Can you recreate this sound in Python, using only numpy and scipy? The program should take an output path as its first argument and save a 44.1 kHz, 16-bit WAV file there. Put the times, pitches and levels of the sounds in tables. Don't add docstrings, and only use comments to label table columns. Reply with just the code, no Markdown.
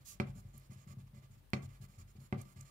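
import sys
import numpy as np
from scipy import signal
from scipy.fft import rfft, irfft
from scipy.io import wavfile

SR = 44100
rng = np.random.default_rng(int(sys.argv[2]) if len(sys.argv) > 2 else 0)


def int16_out(signal):
    q = np.round(np.clip(np.atleast_2d(signal).T, -1, 1) * 32767)
    wavfile.write(sys.argv[1], SR, q.astype(np.int16))


def boost(x):
    u = np.asarray(x, float) / 20
    return 10 ** u


N = 119070

# start [t/s], length [t/s], hiss [level/dB], desk shake [level/dB]
STROKES = [(0, 0.046, -72.5, -54), (0.08, 0.11, -73.5, -62), (0.258, 0.068, -71, -37),
           (0.345, 0.076, -62.5, -44), (0.413, 0.12, -78, -53.5), (0.527, 0.078, -67, -52),
           (0.593, 0.095, -70.5, -68), (0.697, 0.068, -65.5, -50), (0.75, 0.11, -72, -59.5),
           (0.867, 0.082, -63.5, -49.5), (0.977, 0.057, -70.5, -45.5), (1.062, 0.036, -74, -64),
           (1.135, 0.078, -72.5, -49.5), (1.215, 0.062, -74.5, -54), (1.303, 0.071, -68.5, -61),
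           (1.371, 0.039, -70, -52.5), (1.614, 0.062, -63, -41), (1.682, 0.11, -73, -56),
           (1.805, 0.068, -62.5, -46.5), (1.876, 0.11, -70.5, -57.5), (1.975, 0.065, -62, -49.5),
           (2.067, 0.069, -69.5, -65), (2.15, 0.04, -71.5, -44), (2.189, 0.098, -66, -52.5),
           (2.368, 0.077, -66.5, -43), (2.44, 0.11, -66.5, -61.5), (2.554, 0.094, -64, -48.5),
           (2.642, 0.071, -65, -61)]
STROKE_HUM_DB = [-0.5, 3, -4.5, -7.5, -1.5, -3, 1.5, 0.5, 4, 0, -4.5, 3, 0.5, 3.5, -2.5, -17, -1.5, 4.5,
                 -3.5, -1, -2.5, 0.5, -4, -6.5, 1, 0.5, -2, 0.5]
STROKE_WEIGHT_DB = [-49, -61, -43, -55, -53, -58, -65, -63, -70, -70, -64, -54, -58, -62, -62, -71, -51,
                    -54, -53, -63, -48, -61, -53, -69, -56, -66, -51.5, -65]
# [f/Hz], [level/dB]
SLIDE_COLOUR = [(530, -53), (900, -36), (1150, -10.5), (1260, -21), (2120, -15), (4740, -9.5), (6560, -6),
                (11800, -10), (16000, -9)]
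# [f/Hz], [level/dB]
HISS_COLOUR = [(760, -27), (1300, 3), (1800, -2), (2040, -3.5), (3560, -8), (6910, -2), (16000, -6.5)]
# [f/Hz], width [f/Hz], [level/dB]
SHEET = [(4360, 270, 2), (4690, 150, -5.5), (5290, 160, -4.5), (6730, 330, 0.5), (7100, 240, 2),
         (7490, 150, -1), (8300, 370, -6.5), (11180, 720, -2.5)]
# [f/Hz], width [f/Hz], [level/dB]
CRAYON_HUM = [(609, 69, 0.5), (1176, 50, 7.5), (1678, 24, 0.5), (2072, 73, 0.5), (2337, 32, 0.5),
              (1610, 3800, -11.5)]
# [t/s], desk [level/dB], crayon [level/dB], snap [level/dB], hardness [f/Hz]
TAPS = [
    (0.1999, -30, -37.5, -47, 3500),
    (1.5338, -31.5, -35.5, -45.5, 5900),
    (2.3257, -33.5, -43, -55.5, 2440),
]
# [t/s], [level/dB], centre [f/Hz]
JOLTS = [(.003, -56.5, 109.5), (.15, -58, 143), (0.256, -57, 95), (.295, -52, 95), (0.356, -47, 191),
         (.365, -45, 94), (.449, -44, 98), (0.544, -55, 210), (0.569, -51, 107), (.65, -65, 99),
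         (.696, -43.5, 113), (.716, -49, 174), (0.758, -50, 110), (0.867, -46.5, 137), (.91, -48, 162),
         (.935, -49, 190), (.969, -42, 125), (.994, -50, 125), (1.029, -49, 111), (1.061, -55, 108),
         (1.133, -48, 122), (1.157, -52, 136), (1.18, -52, 134), (1.239, -54.5, 129), (1.3, -52, 116),
         (1.367, -59, 121), (1.418, -65, 124), (1.621, -44, 136), (1.644, -44.5, 100), (1.674, -50, 115),
         (1.801, -47.5, 110.6), (1.838, -51.5, 150), (1.891, -55.5, 135), (1.972, -58.5, 100),
         (2.0, -56.5, 153), (2.017, -51, 111), (2.048, -55.5, 100), (2.153, -48, 178), (2.182, -45, 128),
         (2.213, -52.5, 152), (2.239, -53.5, 159), (2.375, -36, 109), (2.417, -60, 101),
         (2.455, -55.5, 193), (2.559, -51, 118), (2.582, -50.5, 112), (2.612, -53.5, 140),
         (2.641, -59, 132)]
# [f/Hz], tapped [level/dB], rubbed [level/dB], time to fall 60 dB [t/s],
# change from tap to tap as the tip moves along [level/dB]
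DESK = [(100.8, -10, -8.5, 0.26, 0), (104.3, -33, -1.5, 0.15, 15), (134.2, -4, -4, 0.39, 2),
        (165.5, -11.5, -1, 0.044, 0), (186.9, -10.5, -11, 0.39, 3), (211.7, 0, -8, 0.15, 0.5),
        (258.4, -4.5, -41, 0.084, 1), (343.4, -12.5, -10.5, 0.097, -0.5), (367.5, -1.5, -10, 0.051, 1.5),
        (427, -26, -7.5, 0.048, -11), (575, -7, -4.5, 0.1, 0), (695, -8, -16, 0.05, 1),
        (748, -4, -2, 0.053, 1.5), (847, -7.5, -1.5, 0.049, 1)]
# [f/Hz], [level/dB], time to fall 60 dB [t/s], change from tap to tap [level/dB]
CRAYON_RING = [(1169, -0.5, 0.045, 4), (1310, -14, 0.03, -11), (1612, 8, 0.015, 0), (2085, 1, 0.057, 4.5),
               (2113, 3, 0.03, -0.5), (2316, 8.5, 0.033, -1), (2565, 2, 0.023, 3), (2770, 2, 0.024, .5),
               (3157, -2, 0.028, 2), (3340, -17, 0.015, 1), (4305, 3.5, 0.024, -6), (4720, 2, 0.032, 5),
               (5270, -5.5, 0.066, -18), (7080, 14, 0.014, -1)]
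# middle [t/s], [level/dB], centre [f/Hz], length [t/s]
CRACKLES = [
    (0.58, -51, 11900, 0.0071),
    (0.599, -59, 10400, 0.0053),
    (1.504, -57, 12200, 0.004),
    (2.204, -67, 5000, .008),
    (2.417, -50.5, 8200, .014),
    (2.56, -70, 3980, 0.0072),
    (2.611, -50, 7000, 0.012),
]
# [f/Hz], [level/dB]
AIR_COLOUR = [(35, -36), (60, 8), (540, -14), (882, -16), (1550, -19), (3040, -21.5), (3580, -22),
              (6000, -27.5), (16000, -24)]
# [f/Hz], [level/dB], time to fall 60 dB [t/s]
TAIL = [(382, -11.5, 0.2), (690, -22.5, 0.31), (1144, -14, 0.13), (1730, -23.5, 0.21), (2440, -23, 0.24),
        (3520, -20, 0.15), (5060, -24, 0.21), (8900, -80, .15)]
# [f/Hz], [level/dB]
LEFT_COLOUR = [(300, -1), (700, -6.5), (1290, -15), (2380, -10), (4400, -9), (8120, -18.5), (15000, -16)]

AIR_DB, SWAY_FOLLOW_DB = -68.5, -1
SWAY_HZ, SWAY_WIDTH_HZ, SWAY_DB = 45.9, 6.9, -61
RISE_S, FALL_S, SWELL_DB = 0.015, 0.028, 4
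GRAINS_PER_S, GRAIN_SPREAD_DB, PATCHY_DB = 6000, -3.5, 1.3
SCRAPE_DB = -7
JOLT_HZ, JOLT_WIDTH, JOLT_EDGE_DB = 308, 0.82, -22
STUTTER_HZ, STUTTER_DB = 264, -53.5
TAP_HZ, DESK_CUT_HZ, SHARED_BELOW_HZ = 984, 74.7, 240
PRESSED_DAMPING = 0.67
ROOM_T60_S, WALL_HZ, ROOM_DB = 0.4, 3500, -21.5
SLIDE_START_S, SLIDE_LENGTH_S, SLIDE_DB = 0.042, 0.13, -49.5
SLIDE_RISE_S, SLIDE_FALL_S = 0.029, 0.063
TAP_SCATTER_DB, SECOND_TOUCH_S, SECOND_TOUCH_DB = 0.8, 0.0016, -9
SNAPS_PER_S, SNAP_SPREAD_DB, SNAP_WIDTH = 20000, 1.5, 0.55
LEFT_LAG_S, DESK_LAG_S = 0.000382, 0.0001
DESK_LEFT_DB, HIGH_DESK_LEFT_DB, OWN_LEFT_DB = 1.38, -5.5, -5.5
TOP_HZ = 15900


def rms_one(x):
    return x / np.sqrt(np.mean(x ** 2) + 1e-20)


def drift(rate):
    r = np.exp(-80 * np.pi * rate / SR)
    slow = signal.lfilter([1], [1, -2 * r, r * r], rng.standard_normal(N // 40 + 2002))[2000:]
    return np.interp(np.arange(N) / 40, np.arange(len(slow)), rms_one(slow))


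def colour(x, points):
    hz, db = np.transpose(points)
    f = np.maximum(np.arange(N // 2 + 1) * SR / N, 1)
    gain = boost(np.interp(np.log(f), np.log(hz), db))
    return irfft(rfft(x) * gain, N)


def ring(x, hz, t60):
    r = boost(-60 / (t60 * SR))
    w = 2 * np.pi * hz / SR
    return signal.lfilter([0, np.sin(w)], [1, -2 * r * np.cos(w), r * r], x + 1e-18)


def resonance(x, hz, width_hz):
    r = np.exp(-np.pi * width_hz / SR)
    top = [(1 - r * r) / 2, 0, (r * r - 1) / 2]
    bottom = [1, -2 * r * np.cos(2 * np.pi * hz / SR), r * r]
    return signal.lfilter(top, bottom, x + 1e-18)


def soften(x, hz):
    r = np.exp(-2 * np.pi * hz / SR)
    return signal.lfilter([(1 - r) ** 2], [1, -2 * r, r * r], x + 1e-18)


def shape(start, length, rise, fall):
    out = np.zeros(N)
    first = max(int(start * SR), 0)
    t = np.arange(first, min(int((start + length) * SR), N)) / SR - start
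    ramp = np.clip(np.minimum(t / rise, (length - t) / fall), 0, 1)
    out[first:first + len(t)] = np.sin(np.pi / 2 * ramp) ** 2
    return out


def clicks(s, db):
    out = np.zeros(N)
    out[(np.asarray(s) * SR).astype(int)] = boost(np.asarray(db))
    return out


def grains(rate, spread_db):
    sizes = boost(spread_db * np.minimum(rng.exponential(1, N), 5)) * rng.choice([-1, 1], N)
    return rms_one(sizes * (rng.random(N) < rate / SR))


def later(x, s):
    return np.interp(np.arange(N) - s * SR, np.arange(N), x)


def air():
    one, left, right = rng.standard_normal((3, N))
    low = soften(one, 380)
    both = np.array([low + v - soften(v, 600) for v in (left, right)])
    tone = boost(AIR_DB + 0.54 * drift(27)) * rms_one(colour(both, AIR_COLOUR))

    push = sum(boost(weight_db + SWAY_FOLLOW_DB) * shape(start, length, 0.023, 0.024)
               for (start, length, _, _), weight_db in zip(STROKES, STROKE_WEIGHT_DB))
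    wobble = np.sign(resonance(one[::-1], SWAY_HZ, SWAY_WIDTH_HZ)) * np.sqrt(SWAY_WIDTH_HZ / SR)
    drive = (boost(SWAY_DB + 2.0 * drift(3.2)) + push) * wobble
    sway = resonance(resonance(drive, SWAY_HZ, SWAY_WIDTH_HZ), SWAY_HZ, 3.9 * SWAY_WIDTH_HZ)
    sway = sway * np.sqrt(SR / SWAY_WIDTH_HZ) * 0.52
    sway = sway + 0.22 * np.roll(sway, SR) * [[1], [-1]]
    return tone + sway * boost(np.array([[0.8], [0]]))


def rubbing():
    t = np.arange(N) / SR
    pressure = np.zeros(N)
    for start, length, db, _ in STROKES:
        swell_db = SWELL_DB * np.clip((t - start) / length - 0.5, -1, 1)
        pressure += boost(db + swell_db) * shape(start, length, RISE_S, FALL_S)
    tooth = colour(grains(GRAINS_PER_S, GRAIN_SPREAD_DB), HISS_COLOUR)
    broad = np.zeros(N)
    for k, hz in enumerate(np.geomspace(1200, 15500, 11)):
        broad += (-1) ** k * boost(PATCHY_DB * drift(8.6)) * resonance(tooth, hz, 0.42 * hz)
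    sheet = sum(boost(db + 2.7 * drift(7.4)) * resonance(tooth, hz, width) for hz, width, db in SHEET)
    return pressure * boost(0.5 * drift(100)) * rms_one(0.68 * broad + sheet)


def scraping():
    push = sum(boost(0.59 * hiss_db + 0.39 * shake_db + hum_db) * shape(start, length, 0.014, 0.022)
               for (start, length, hiss_db, shake_db), hum_db in zip(STROKES, STROKE_HUM_DB))
    tooth = grains(3000, 2.47)
    hum = sum(boost(db + 2.0 * drift(15.5)) * resonance(tooth, hz, width) for hz, width, db in CRAYON_HUM)
    return boost(SCRAPE_DB) * push * rms_one(hum)


def desk():
    push = sum(boost(db) * shape(start, length, 0.0077, 0.052) for start, length, _, db in STROKES)
    rub = boost(STUTTER_DB) * push * rms_one(soften(grains(600, 0.56), STUTTER_HZ))
    rub -= boost(JOLT_EDGE_DB) * soften(clicks(*np.transpose(JOLTS)[:2]), JOLT_HZ)
    for s, db, hz in JOLTS:
        rub -= resonance(resonance(clicks([s], [db]), hz, JOLT_WIDTH * hz), hz, JOLT_WIDTH * hz)

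    tap_s, tap_level_db = np.transpose(TAPS)[:2]
    place = np.arange(len(tap_s)) - 1
    out = np.zeros((2, N))
    for hz, tap_db, rub_db, t60, move_db in DESK:
        row = int(hz > SHARED_BELOW_HZ)
        tap = -soften(clicks(tap_s, tap_level_db + move_db * place), TAP_HZ)
        out[row] += ring(boost(tap_db) * tap, hz, t60)
        out[row] += ring(boost(rub_db) * rub, hz, PRESSED_DAMPING * t60)
    return signal.sosfilt(signal.butter(3, DESK_CUT_HZ, "high", fs=SR, output="sos"), out)


def room(x):
    out = np.zeros((2, N))
    dull = np.exp(-2 * np.pi * WALL_HZ / SR)
    for k, lag in enumerate((rng.uniform(0.0072, 0.04, 16) * SR).astype(int)):
        loop, state = x.copy(), [0.]
        gain = boost(-60 * lag / SR / ROOM_T60_S)
        for i in range(lag, N, lag):
            back, state = signal.lfilter([gain * (1 - dull)], [1, -dull], loop[i - lag:i], zi=state)
            loop[i:i + lag] += back[:N - i]
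        out[k % 2] += (loop - x) * (-1) ** (k // 2)
    return out


def slide():
    hiss = colour(rng.standard_normal(N), SLIDE_COLOUR)
    hiss = (hiss + 1.26 * resonance(hiss, 6730, 840) + 1.1 * resonance(hiss, 11500, 830)
            + 2.1 * resonance(hiss, 1148, 77))
    movement = shape(SLIDE_START_S, SLIDE_LENGTH_S, SLIDE_RISE_S, SLIDE_FALL_S)
    return boost(SLIDE_DB + 0.98 * drift(40)) * movement * rms_one(hiss)


def crayon_taps():
    spread = rng.normal(0, 1, (len(TAPS), len(CRAYON_RING)))
    out = np.zeros(N)
    for k, (hz, mode_db, t60, move_db) in enumerate(CRAYON_RING):
        hit = np.zeros(N)
        for i, (s, _, db, _, hard_hz) in enumerate(TAPS):
            levels = [db + TAP_SCATTER_DB * spread[i, k], db + SECOND_TOUCH_DB]
            touches = clicks([s, s + SECOND_TOUCH_S], levels)
            hit += touches * boost(move_db * (i - 1)) / (1 + (hz / hard_hz) ** 6)
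        out -= boost(mode_db) * ring(hit, hz, t60)
    s, _, _, snap_db, _ = np.transpose(TAPS)
    dying = signal.lfilter([1], [1, -boost(-60 / (0.055 * SR))], clicks(s, snap_db))
    snap = dying * rng.standard_normal(N)
    return soften(out, 6200) + resonance(snap, 5200, 8200)


def tap_tail():
    out = np.zeros((2, N))
    white = rng.standard_normal((2, N))
    for hz, band_db, t60 in TAIL:
        start = sum(clicks([s], [db]) / (1 + (hz / hard_hz) ** 6) for s, db, _, _, hard_hz in TAPS)
        dying = soften(signal.lfilter([1], [1, -boost(-60 / (t60 * SR))], start + 1e-18), 135)
        band = resonance(resonance(white, hz, 0.62 * hz), hz, 0.62 * hz)
        out += boost(band_db + 2.0 * drift(36)) * dying * rms_one(soften(band, 2.45 * hz))
    return out


def crackles():
    snaps = grains(SNAPS_PER_S, SNAP_SPREAD_DB)
    snaps = snaps + 1.5 * resonance(snaps, 6700, 900) + 2.0 * resonance(snaps, 12200, 1200)
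    out = np.zeros(N)
    for s, db, hz, length in CRACKLES:
        band = resonance(resonance(snaps, hz, SNAP_WIDTH * hz), hz, 2 * SNAP_WIDTH * hz)
        out += boost(db) * shape(s - length / 2, length, length / 2, length / 2) * rms_one(band)
    return out


def scene():
    low, high = desk()
    near = rubbing() + slide() + crackles() + crayon_taps() + scraping()
    left = later(colour(near, LEFT_COLOUR), LEFT_LAG_S)
    left += boost(HIGH_DESK_LEFT_DB) * later(high, DESK_LAG_S) + boost(DESK_LEFT_DB) * low
    left += boost(OWN_LEFT_DB) * resonance(rubbing() + slide(), 4000, 4000)
    right = near + low + high
    return np.array([left, right]) + boost(ROOM_DB) * room(near + high) + tap_tail() + air()


def roll_off(x):
    return signal.sosfilt(signal.butter(12, 16460, fs=SR, output="sos"), x)


def record(dry):
    bass_cut = signal.butter(1, 25, "high", fs=SR, output="sos")
    top_cut = signal.cheby2(16, 60, TOP_HZ * 1.018, fs=SR, output="sos")
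    mix = signal.sosfilt(np.vstack([bass_cut, top_cut]), dry)
    return roll_off(mix)


dry = scene()
out = record(dry)
int16_out(out)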